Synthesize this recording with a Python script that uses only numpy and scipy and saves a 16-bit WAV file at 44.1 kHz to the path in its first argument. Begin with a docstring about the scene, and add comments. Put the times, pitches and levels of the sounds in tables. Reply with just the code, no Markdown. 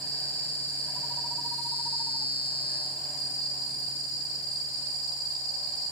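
"""In a forest, microphone among trunks and leaves that scatter every sound. From the start a near cicada
throbs, clicking its tymbals and heaving its abdomen, while neighbours hold steady tones; crickets and
bush-crickets shrill with their wings, and an engine hums far off. About a second in, a bird gives a quick
run of soft hoots. Before it ends, the near cicada holds one note, then throbs on from about 3 s.
Late on, a small cricket chirps, and a last, distant cicada joins."""
import sys
import numpy as np
from scipy import signal
from scipy.fft import rfft, irfft, next_fast_len
from scipy.io import wavfile
from scipy.ndimage import uniform_filter1d, map_coordinates

SR = 44100
rng = np.random.default_rng(int(sys.argv[2]) if len(sys.argv) > 2 else 0)


def materialize(psi):
    """Save the field psi as 16-bit PCM at rate SR to the path in sys.argv[1].

    A 1-D psi becomes a single channel; in a 2-D psi each row is a channel.
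    """
    bounded = np.clip(np.atleast_2d(psi).T, -1, 1)
    quanta = np.round(bounded * 32767).astype(np.int16)
    wavfile.write(sys.argv[1], SR, quanta)


N = 260631
T = np.arange(N) / SR
HOLD_START_S, HOLD_END_S = 1.68, 2.915  # the near cicada's held note
ROAR_LULL_DB = -61.5

# likeness of the noise at the microphone's left and right: f/Hz, correlation
STEREO_LIKENESS = [(60, 0.59), (130, 1), (290, 0.79), (640, 0.84), (1410, 0.66), (3100, 0.038),
                   (6820, 0.025), (15000, 0.024)]
# noise spectra of the background: f/Hz, relative level/dB
RUMBLE_SPECTRUM = [(20, -14), (55, -42), (85, -5), (110, -6.5), (150, 8.5), (195, 2), (230, -4), (320, 1.5),
                   (380, -8.5), (460, 3), (560, -40), (900, -24)]
ROAR_SPECTRUM = [(400, -56), (540, -4.5), (600, -2), (640, -5), (680, -9.5), (725, 0.5), (785, 0.5),
                 (830, -6), (950, -3), (1100, -9), (1300, -22.5), (2000, -24.5), (3200, -21), (5000, -62)]
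LEAF_SPECTRUM = [(1100, -29), (1450, -5), (1660, 2), (1950, -8.5), (2250, -8), (3200, -7.5), (4500, -64)]
AIR_SPECTRUM = [(30, -2), (600, 5), (1300, 0), (2300, 1.5), (3300, 0.5), (3800, 3), (5400, 1), (6100, -3),
                (10500, -13), (11700, -9.5), (12400, -5), (13300, -10), (14300, 0), (15000, -3),
                (15700, -43)]
# swells of the distant rush: t/s at full strength, hold/s, level/dB over the lull
RUSH_SWELLS = [(0, 0.39, 6.5), (.95, 0.2, 8), (2.67, 0.48, 9), (3.55, 0.073, 6), (4.35, 0.023, 3.5),
               (4.85, 0.13, 5.5), (5.5, .4, 7.5)]
# engine hum: t/s, level/dB
ENGINE_LEVEL = [(0, -54.5), (1.35, -53), (2.1, -55), (4, -55), (5.91, -61)]
# engine firing rate: t/s, f/Hz
FIRING_RATE = [(0, 136), (2, 134.3), (4, 132.7), (5.91, 131.6)]
# engine lines in the hum and in the roar: multiple of the firing rate, relative level/dB
HUM_LINES = [(1, 1), (1.5, -15), (2, -7.5), (2.5, -11.5), (3, -14.5), (3.5, -24.5)]
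ROAR_LINES = [(4.5, -9.5), (5, -15), (5.5, -9)]
# far-off notes: middle t/s, length/s, f/Hz, level/dB
DISTANT_NOTES = [(2.725, .08, 1696, -57.5), (2.835, 0.06, 880, -58), (3.08, .24, 730, -55.5),
                 (3.54, 0.2, 590, -57), (4.8, .09, 3700, -63.5), (5.35, .09, 3710, -61),
                 (5.7, .06, 3810, -63)]
# noise spectra of far insects and a rasping bush-cricket: f/Hz, relative level/dB
FAR_INSECT_SPECTRUM = [(5800, -73), (6400, -14), (6800, -15), (7050, -3.5), (7280, 0.5), (7550, -3.5),
                       (7850, -10.5), (8150, -11.5), (8450, -7.5), (8800, -5.5), (9400, -18), (10000, -15),
                       (10400, -29), (11000, -38)]
BUSH_CRICKET_SPECTRUM = [(9300, -44), (10200, -11), (10600, 0), (11100, -1.5), (11600, -18), (12500, -30)]
# cricket trills: start t/s, end t/s
CRICKET_TRILLS = [(.45, 0.95), (1.49, 2.1), (2.63, 2.96), (3.65, 4.09), (4.7, 5)]
# thin, high tones, with a faint, very high one about a second in: start t/s, end t/s, f/Hz, level/dB
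THIN_TONES = [(0, .52, 9035, -58.5), (.52, 1.33, 9030, -64), (.1, .9, 8382, -65), (.87, 1.27, 12030, -67.5),
              (2.19, 2.8, 8760, -58.5), (3.2, 3.53, 8834, -53.5), (4.47, 4.61, 8785, -54.5),
              (5.5, 5.88, 8840, -59)]
# lines of the steady cicada notes: multiple of the tymbal rate, relative level/dB
FIRST_LINES = [(31, -56.3), (33, -57.6), (34, -46.9), (35, -39.5), (37, -51.2), (38, -45.8), (39, -49.4),
               (41, -63.9), (43, -67.9)]
SECOND_LINES = [(30, -62.0), (33, -58.3), (34, -45.5), (37, -56.5), (38, -52.7), (40, -64.5)]
HELD_LINES = [(29, -68), (30, -61), (31, -50.5), (32, -53), (33, -48.5), (34, -39), (35, -43.2),
              (36, -44.5), (37, -41), (38, -39), (39, -48), (40, -55), (41, -52.5), (42, -67), (43, -65),
              (44, -68)]
# near cicada's rasp as it changes song, and its tymbals' dry scrape: f/Hz, relative level/dB
SONG_CHANGE_SPECTRUM = [(2400, -42), (3400, -22), (3850, -15), (4080, -3), (4220, 2), (4300, -3),
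                        (4420, -22), (5500, -70)]
SCRAPE_SPECTRUM = [(3300, -35), (3750, -9), (4100, -9), (4350, -4), (4600, 3), (4920, 0), (5170, -5),
                   (5450, -22), (5800, -50)]
# lines of the throbbing song: multiple of the click rate, relative level/dB
THROB_LINES = [(14, -33), (15, -38), (16, -11), (17, -18), (18, 0), (19, -18.5), (20, -14), (21, -37),
               (22, -40)]
# heaves of the near cicada's abdomen: t/s, f/Hz
THROB_RATE = [(0, 19), (1.2, 19.5), (1.6, 23.7), (1.75, 24.5), (2.9, 26), (3.3, 24.5), (3.8, 24.2),
              (4.2, 23), (4.9, 23.3), (5.4, 21.3), (5.91, 21.3)]
# brief surges of the throbbing chorus: t/s, extra level/dB
THROB_SURGES = [(1.599, 0), (1.93, 3), (3.43, 1.5), (5.25, 0)]


def amp(db):
    """Decibels to gain."""
    return 10 ** (np.asarray(db) / 20)


def unit(x):
    """Scaled to rms 1."""
    return x / np.sqrt(np.mean(x ** 2) + 1e-20)


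def even(x):
    """Each channel held at rms 1 over a quarter second."""
    return x / np.sqrt(np.abs(uniform_filter1d(x ** 2, size=SR // 4)) + 1e-12)


def along(points, hz):
    """(f/Hz, value) points read on a log axis."""
    f, values = np.transpose(points)
    return np.interp(np.log(hz + 1), np.log(f + 1), values)


def curve(points):
    """(t/s, value) points read at every sample."""
    return np.interp(T, *np.transpose(points))


def wobble(rate):
    """A smooth random curve, rate knots a second."""
    return map_coordinates(rng.standard_normal(int(N * rate / SR) + 4), [T * rate], mode="nearest")


def turns(hz):
    """Running phase in radians of a changing frequency."""
    return 2 * np.pi * np.cumsum(hz) / SR


def gate(start, end, edge):
    """Opens at start and closes at end, with soft edges."""
    return np.clip((T - start) / edge + .5, 0, 1) * np.clip((end - T) / edge + .5, 0, 1)


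def phrase(start, end, attack, release):
    """Rises from start over the attack, holds, and dies away over the release to end."""
    return np.clip((T - start) / attack, 0, 1) * np.clip((end - T) / release, 0, 1)


def filtered(x, response):
    """x times a response of frequency."""
    size = next_fast_len(N + SR // 4)
    return irfft(rfft(x, size) * response(np.fft.rfftfreq(size, 1 / SR)), size)[..., :N]


def panned(x, left_db):
    """Louder on the microphone's left by left_db."""
    return x * amp([[left_db / 2], [-left_db / 2]])


def noise(spectrum):
    """Stereo noise of rms 1, alike in the bass and unrelated in the treble."""
    def response(hz):
        angle = np.arccos(np.clip(along(STEREO_LIKENESS, hz), -1, 1)) / 2
        return amp(along(spectrum, hz)) * [np.cos(angle), np.sin(angle)]
    mid, side = filtered(rng.standard_normal((2, N)), response)
    return unit(np.array([mid + side, mid - side]))


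def forest(x, wet_db, t60):
    """Direct sound plus echoes off trunks and leaves, different on each side of the microphone."""
    t = np.arange(SR // 2) / SR
    tail = rng.standard_normal((2, len(t))) * amp(-60 * t / t60)
    echoes = signal.fftconvolve(np.atleast_2d(x), tail, axes=1)[:, :N]
    echoes *= np.std(x) / np.std(echoes, axis=1, keepdims=True)
    return (x + amp(wet_db) * echoes) / np.hypot(1, amp(wet_db))


def swell_db(attack=.35, release=.59):
    """How far the distant rush stands above its lull."""
    return np.max([db * phrase(s - attack, s + hold + release, attack, release)
                   for s, hold, db in RUSH_SWELLS], axis=0)


def distant_rush(air_db=-55.5, leaves_db=-60, settle_db_per_s=1.43):
    """Far rumble, hollow roar and stirring leaves swell together over the even hiss of the air."""
    swell = swell_db()
    rumble_db = curve(ENGINE_LEVEL) - 4.5 + .32 * swell  # fades with the engine
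    rumble = amp(rumble_db + 1.1 * wobble(6.1)) * noise(RUMBLE_SPECTRUM)
    roar = amp(ROAR_LULL_DB + swell + .6 * wobble(8)) * noise(ROAR_SPECTRUM)
    rustle_db = leaves_db + .48 * swell - settle_db_per_s * T
    leaves = amp(rustle_db + .74 * wobble(8.2)) * noise(LEAF_SPECTRUM)
    return panned(rumble + roar, .92) + leaves + amp(air_db) * noise(AIR_SPECTRUM)


def engine(half_rate_db=-78, growth_db_per_hz=2.5):
    """A far engine slows and its half-rate throb grows; overtones fade in and out through the trees."""
    firing_hz, hum_db = curve(FIRING_RATE), curve(ENGINE_LEVEL)
    roar_db = ROAR_LULL_DB + swell_db() + hum_db - np.mean(hum_db)
    phase = turns(firing_hz * (1 + .001896 * wobble(8)))

    def line(k, db, blur):
        return np.sqrt(2) * amp(db) * np.sin(k * phase + blur * wobble(25) + rng.uniform(0, 2 * np.pi))
    throb = line(.5, half_rate_db + growth_db_per_hz * (firing_hz[0] - firing_hz), blur=.63)
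    hum = sum(line(k, hum_db + db + 2 * min(k - 1, 1) * wobble(4.1), blur=.21) for k, db in HUM_LINES)
    roar = sum(line(k, roar_db + db + 2 * wobble(7.3), blur=.88) for k, db in ROAR_LINES)
    return panned(throb + hum + roar, .77)


def far_notes(waver=.015):
    """Faint pitched notes and chirps carry from far off, blurred by the trees."""
    notes = np.zeros(N)
    for s, length, hz, db in DISTANT_NOTES:
        swell = np.cos(np.pi / 2 * np.clip(2 * (T - s) / length, -1, 1) ** 2)
        notes += amp(db) * swell * np.sqrt(2) * np.sin(turns(hz * (1 + waver * wobble(150))))
    return forest(notes, wet_db=0, t60=.45)


def far_insects(db=-46.5):
    """Many distant insects merge into a shimmering hiss, a little to the right."""
    shimmer_db = .55 * wobble(5.2) + .49 * wobble(150)
    return panned(amp(db + shimmer_db) * noise(FAR_INSECT_SPECTRUM), -2)


def rasping_bush_cricket(period_s=.724, onset_s=.44, attack=.33, release=.13, db=-61):
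    """A bush-cricket's soft rasp swells after each short pause."""
    age = (T - onset_s) % period_s
    swell = np.clip(age / attack, 0, 1) * np.clip((period_s - age) / release - .3, 0, 1)
    return amp(db) * swell * noise(BUSH_CRICKET_SPECTRUM)


def ticking_bush_cricket(rate_hz=20.3, gap_s=.0096, width_s=.0022, centre_hz=14450, fall_hz=260, db=-66):
    """Wing strokes come in threes of growing strength, each a brief falling tick."""
    age = (T * rate_hz + .3 + .03 * wobble(3.3)) % 1 / rate_hz
    ticks = np.zeros(N)
    for k, stroke_db in enumerate([-7, -1, 0]):
        from_peak = (age - (k + .5) * gap_s) / width_s
        pitch = centre_hz - fall_hz * np.clip(from_peak, -2, 2) + 150 * wobble(1500)
        ticks += amp(stroke_db) * np.exp(-from_peak ** 2 / 2) * np.sin(turns(pitch))
    return amp(db) * forest(unit(ticks * amp(1.5 * wobble(40))), wet_db=-4, t60=.15)


def chirping_cricket(start_s=4.65, chirps_per_s=14, pitch_hz=10080, db=-67):
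    """A small cricket joins late with light, very high chirps."""
    chirps = np.sin(np.pi * chirps_per_s * T + .1 * wobble(4)) ** 4
    tone = np.sin(turns(pitch_hz + 30 * wobble(300)))
    fade_in = np.clip((T - start_s) / .2, 0, 1)
    return amp(db) * fade_in * forest(unit(chirps * tone), wet_db=0, t60=.08)


def trills_and_thin_tones(trill_db=-56, trill_hz=9225, strokes_per_s=34.2, fall_hz=50, pulse_db=6):
    """Off to the right, a cricket trills with quick wing strokes, and thin, high tones come and go."""
    stroke = 2 * np.pi * strokes_per_s * T + .2 * wobble(5.9)
    trill_pitch = trill_hz - fall_hz * np.sin(stroke) + 25 * wobble(200)
    trill = np.sin(turns(trill_pitch)) * amp(pulse_db * np.cos(stroke))
    bouts = sum(gate(start, end, edge=.051) for start, end in CRICKET_TRILLS)
    tones = np.zeros(N)
    for start, end, hz, db in THIN_TONES:
        pitch = hz + 14 * wobble(4.4) + 14 * wobble(90)  # slow drift, fast flutter
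        gain = amp(db + 1.7 * wobble(14)) * gate(start, end, edge=.1)
        tones += gain * np.sqrt(2) * np.sin(turns(pitch))
    trills = amp(trill_db) * bouts * even(forest(trill, wet_db=2, t60=.17))
    return panned(trills + forest(tones, wet_db=9, t60=.11), -5.5)


def hoot_run(count=20, start_s=.892, gap_s=.0673, pitch_hz=951, db=-36):
    """Hoots as t/s, f/Hz, level/dB: soft and slow at first, sinking and slowing as the bird tires."""
    k = np.arange(count)
    timid, tired = np.exp(-k / 2.2), (k / (count - 1)) ** 4
    gaps = gap_s + .0115 * timid + .0078 * tired
    bend_hz = 33 * (k == 1) - 52 * tired - 28 * (k == count - 1)  # second overshoots, last drops
    pitches = pitch_hz + bend_hz + 3 * rng.standard_normal(count)
    levels = db - 9 * timid - 6.5 * tired ** 3 + .43 * rng.standard_normal(count)
    return np.transpose([start_s + np.cumsum(gaps) - gaps, pitches, levels])


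def bird(length_s=.047, arch=.037, slur=.02, waver=.014, shorter_per_db=.012):
    """Straight ahead, nearly pure hoots, each arching up in pitch and back; soft ones are briefer."""
    song = np.zeros(N)
    hoots = hoot_run()
    loudest = max(db for s, hz, db in hoots)
    for s, hz, db in hoots:
        samples = int(length_s * (1 - shorter_per_db * (loudest - db)) * SR)
        u = np.linspace(-1, 1, samples)  # position within the hoot
        quaver = waver * np.sin(2 * np.pi * u + rng.uniform(0, 2 * np.pi))
        pitch = hz * (1 + arch * (.15 - u ** 2) + slur * u + quaver)
        swell = np.cos(np.pi / 2 * np.abs(u) ** 1.5) ** 2
        start = round(s * SR) - samples // 2
        song[start:start + samples] += amp(db) * swell * np.sin(turns(pitch))
    return panned(forest(song, wet_db=-13.5, t60=.55), -.19)


def steady_cicada(effort, lines, rate_hz, spread, jitter, fray):
    """Evenly beating tymbals give a comb of clean lines, which fray as the insect starts and stops."""
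    falter = np.sqrt(np.clip(1 - effort, 0, 1))
    phase = turns(rate_hz * (1 + jitter * wobble(39.92) + fray * falter * wobble(150)))
    note = np.zeros((2, N))
    for k, db in lines:
        # each line reaches left and right out of step; higher lines sound wider
        phase_gap = spread * (k / 35) ** 4
        offsets = rng.uniform(0, 2 * np.pi) + phase_gap * rng.choice([-1, 1]) * np.array([[.5], [-.5]])
        note += amp(db + 1.1 * wobble(4) + .6 * wobble(25)) * np.cos(k * phase + offsets)
    return np.sqrt(2) * effort * note


def neighbour_cicadas(first_gain_db=3, sag_db_per_s=6, second_gain_db=2.5, late_gain_db=-14):
    """One starts at once and fades, one builds slowly and stops short, a far one joins at the end."""
    first_effort = phrase(0, 6.1, attack=.16, release=.19)
    second_effort = phrase(.24, 1.68, attack=.7, release=.21)
    late_effort = np.clip((T - 5.56) / .052, 0, 1)
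    first = steady_cicada(first_effort, FIRST_LINES, rate_hz=133.03, spread=1.9, jitter=.0008, fray=.003)
    second = steady_cicada(second_effort, SECOND_LINES, rate_hz=133.68,
                           spread=1.3, jitter=.0008, fray=.003)
    late = steady_cicada(late_effort, HELD_LINES, rate_hz=131.9, spread=1.5, jitter=.001, fray=.005)
    first *= amp(first_gain_db - sag_db_per_s * T)
    return panned(first + amp(second_gain_db) * second + amp(late_gain_db) * late, -.58)


def held_note(gain_db=1.5, ends_softer_db=2, rasp_db=-49):
    """The near cicada slides into its steady note through a low rasp; the note is fullest midway."""
    effort = phrase(HOLD_START_S - .04, HOLD_END_S + .09, attack=.06, release=.17)
    note = steady_cicada(effort, HELD_LINES, rate_hz=131.44, spread=1.5, jitter=.0005, fray=.012)
    from_middle = (2 * T - HOLD_START_S - HOLD_END_S) / (HOLD_END_S - HOLD_START_S)
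    note *= amp(gain_db - ends_softer_db * from_middle ** 2)
    rasp_swell = phrase(HOLD_START_S - .2, HOLD_START_S + .71, attack=.13, release=.67)
    return panned(note, 1) + amp(rasp_db) * rasp_swell * noise(SONG_CHANGE_SPECTRUM)


def throbbing_cicada(beat, depth_db, click_hz, rise, jitter, rough_db, tilt_db, odd_db, low_db):
    """Two tymbals click in turn, gliding down on each heave; between heaves they weaken and speed up."""
    slack = ((1 - np.cos(beat)) / 2) ** 2
    glide = (1 - np.sin(beat + .7)) / 2 * (1 + .1 * wobble(20))
    unsteady = wobble(70) / 2 + wobble(14)
    phase = turns(click_hz * (1 + rise * glide + jitter * unsteady))
    song = np.zeros(N)
    for k, db in THROB_LINES:
        colour_db = tilt_db * k + odd_db * (k % 2) + low_db * (k == 16)  # 16: the lower resonance
        song += amp(db + colour_db) * np.cos(k * phase + rng.uniform(0, 2 * np.pi))
    dip_db = depth_db * (1 + .25 * wobble(20))
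    return song * amp(rough_db * wobble(60) - dip_db * slack)


def throbbing_chorus(near_db=-35.5, grows_db_per_s=.4447, far_db=-44, far_throb_hz=23, scrape_db=-57):
    """The near cicada throbs ever louder and deeper, bar its held note; a far one swells and ebbs."""
    near_beat = turns(curve(THROB_RATE))
    near_beat += .25 * wobble(10) - np.interp(5.59, T, near_beat)  # a full heave falls near 5.59 s
    far_beat = turns(np.full(N, far_throb_hz)) + wobble(6)
    regain_s = .32  # the throb takes a moment to return
    holding = phrase(HOLD_START_S, HOLD_END_S + regain_s, attack=.1, release=regain_s)
    depth_db = (6 + 1.2 * T) * (1 - holding)
    low_swell_db = 9 * phrase(HOLD_START_S - .27, HOLD_START_S + .27, attack=.13, release=.23)
    near_rise = np.where(T < HOLD_START_S, .014, .023)
    near = throbbing_cicada(near_beat, depth_db, click_hz=262.2, rise=near_rise, jitter=.0006,
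                            rough_db=1, tilt_db=0, odd_db=-2, low_db=low_swell_db)
    # mostly echoes reach the microphone, breaking the glides into a different flutter on each side
    near = even(forest(near, wet_db=9, t60=.21))
    far = throbbing_cicada(far_beat, depth_db=3, click_hz=265.6, rise=.013, jitter=.002,
                           rough_db=1.5, tilt_db=.3, odd_db=3, low_db=1)
    far = even(forest(far, wet_db=12, t60=.3))
    lull = phrase(HOLD_START_S - .04, HOLD_END_S + regain_s, attack=.1, release=.63)
    near *= amp(near_db + grows_db_per_s * T) * (1 - .9 * lull)
    far *= amp(far_db + 6 * np.exp(-((T - 2.3) / 2) ** 2))
    scrape = amp(scrape_db + depth_db * np.cos(near_beat) / 4) * noise(SCRAPE_SPECTRUM)
    surge = amp(sum(db * np.exp(-((T - s) / .14) ** 2) for s, db in THROB_SURGES))
    return panned(surge * (near + far + scrape), -1.84)


def scene():
    """The forest from one spot: cicadas in front, shrill insects above, the engine far behind."""
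    shrill = trills_and_thin_tones() + chirping_cricket() + ticking_bush_cricket()
    shrill += rasping_bush_cricket() + far_insects()
    cicadas = throbbing_chorus() + held_note() + neighbour_cicadas()
    return cicadas + shrill + bird() + far_notes() + engine() + distant_rush()


def record(dry, top_hz=15750):
    """The microphone keeps nothing above its band limit."""
    return filtered(dry, lambda hz: hz < top_hz)


dry = scene()
out = record(dry)
materialize(out)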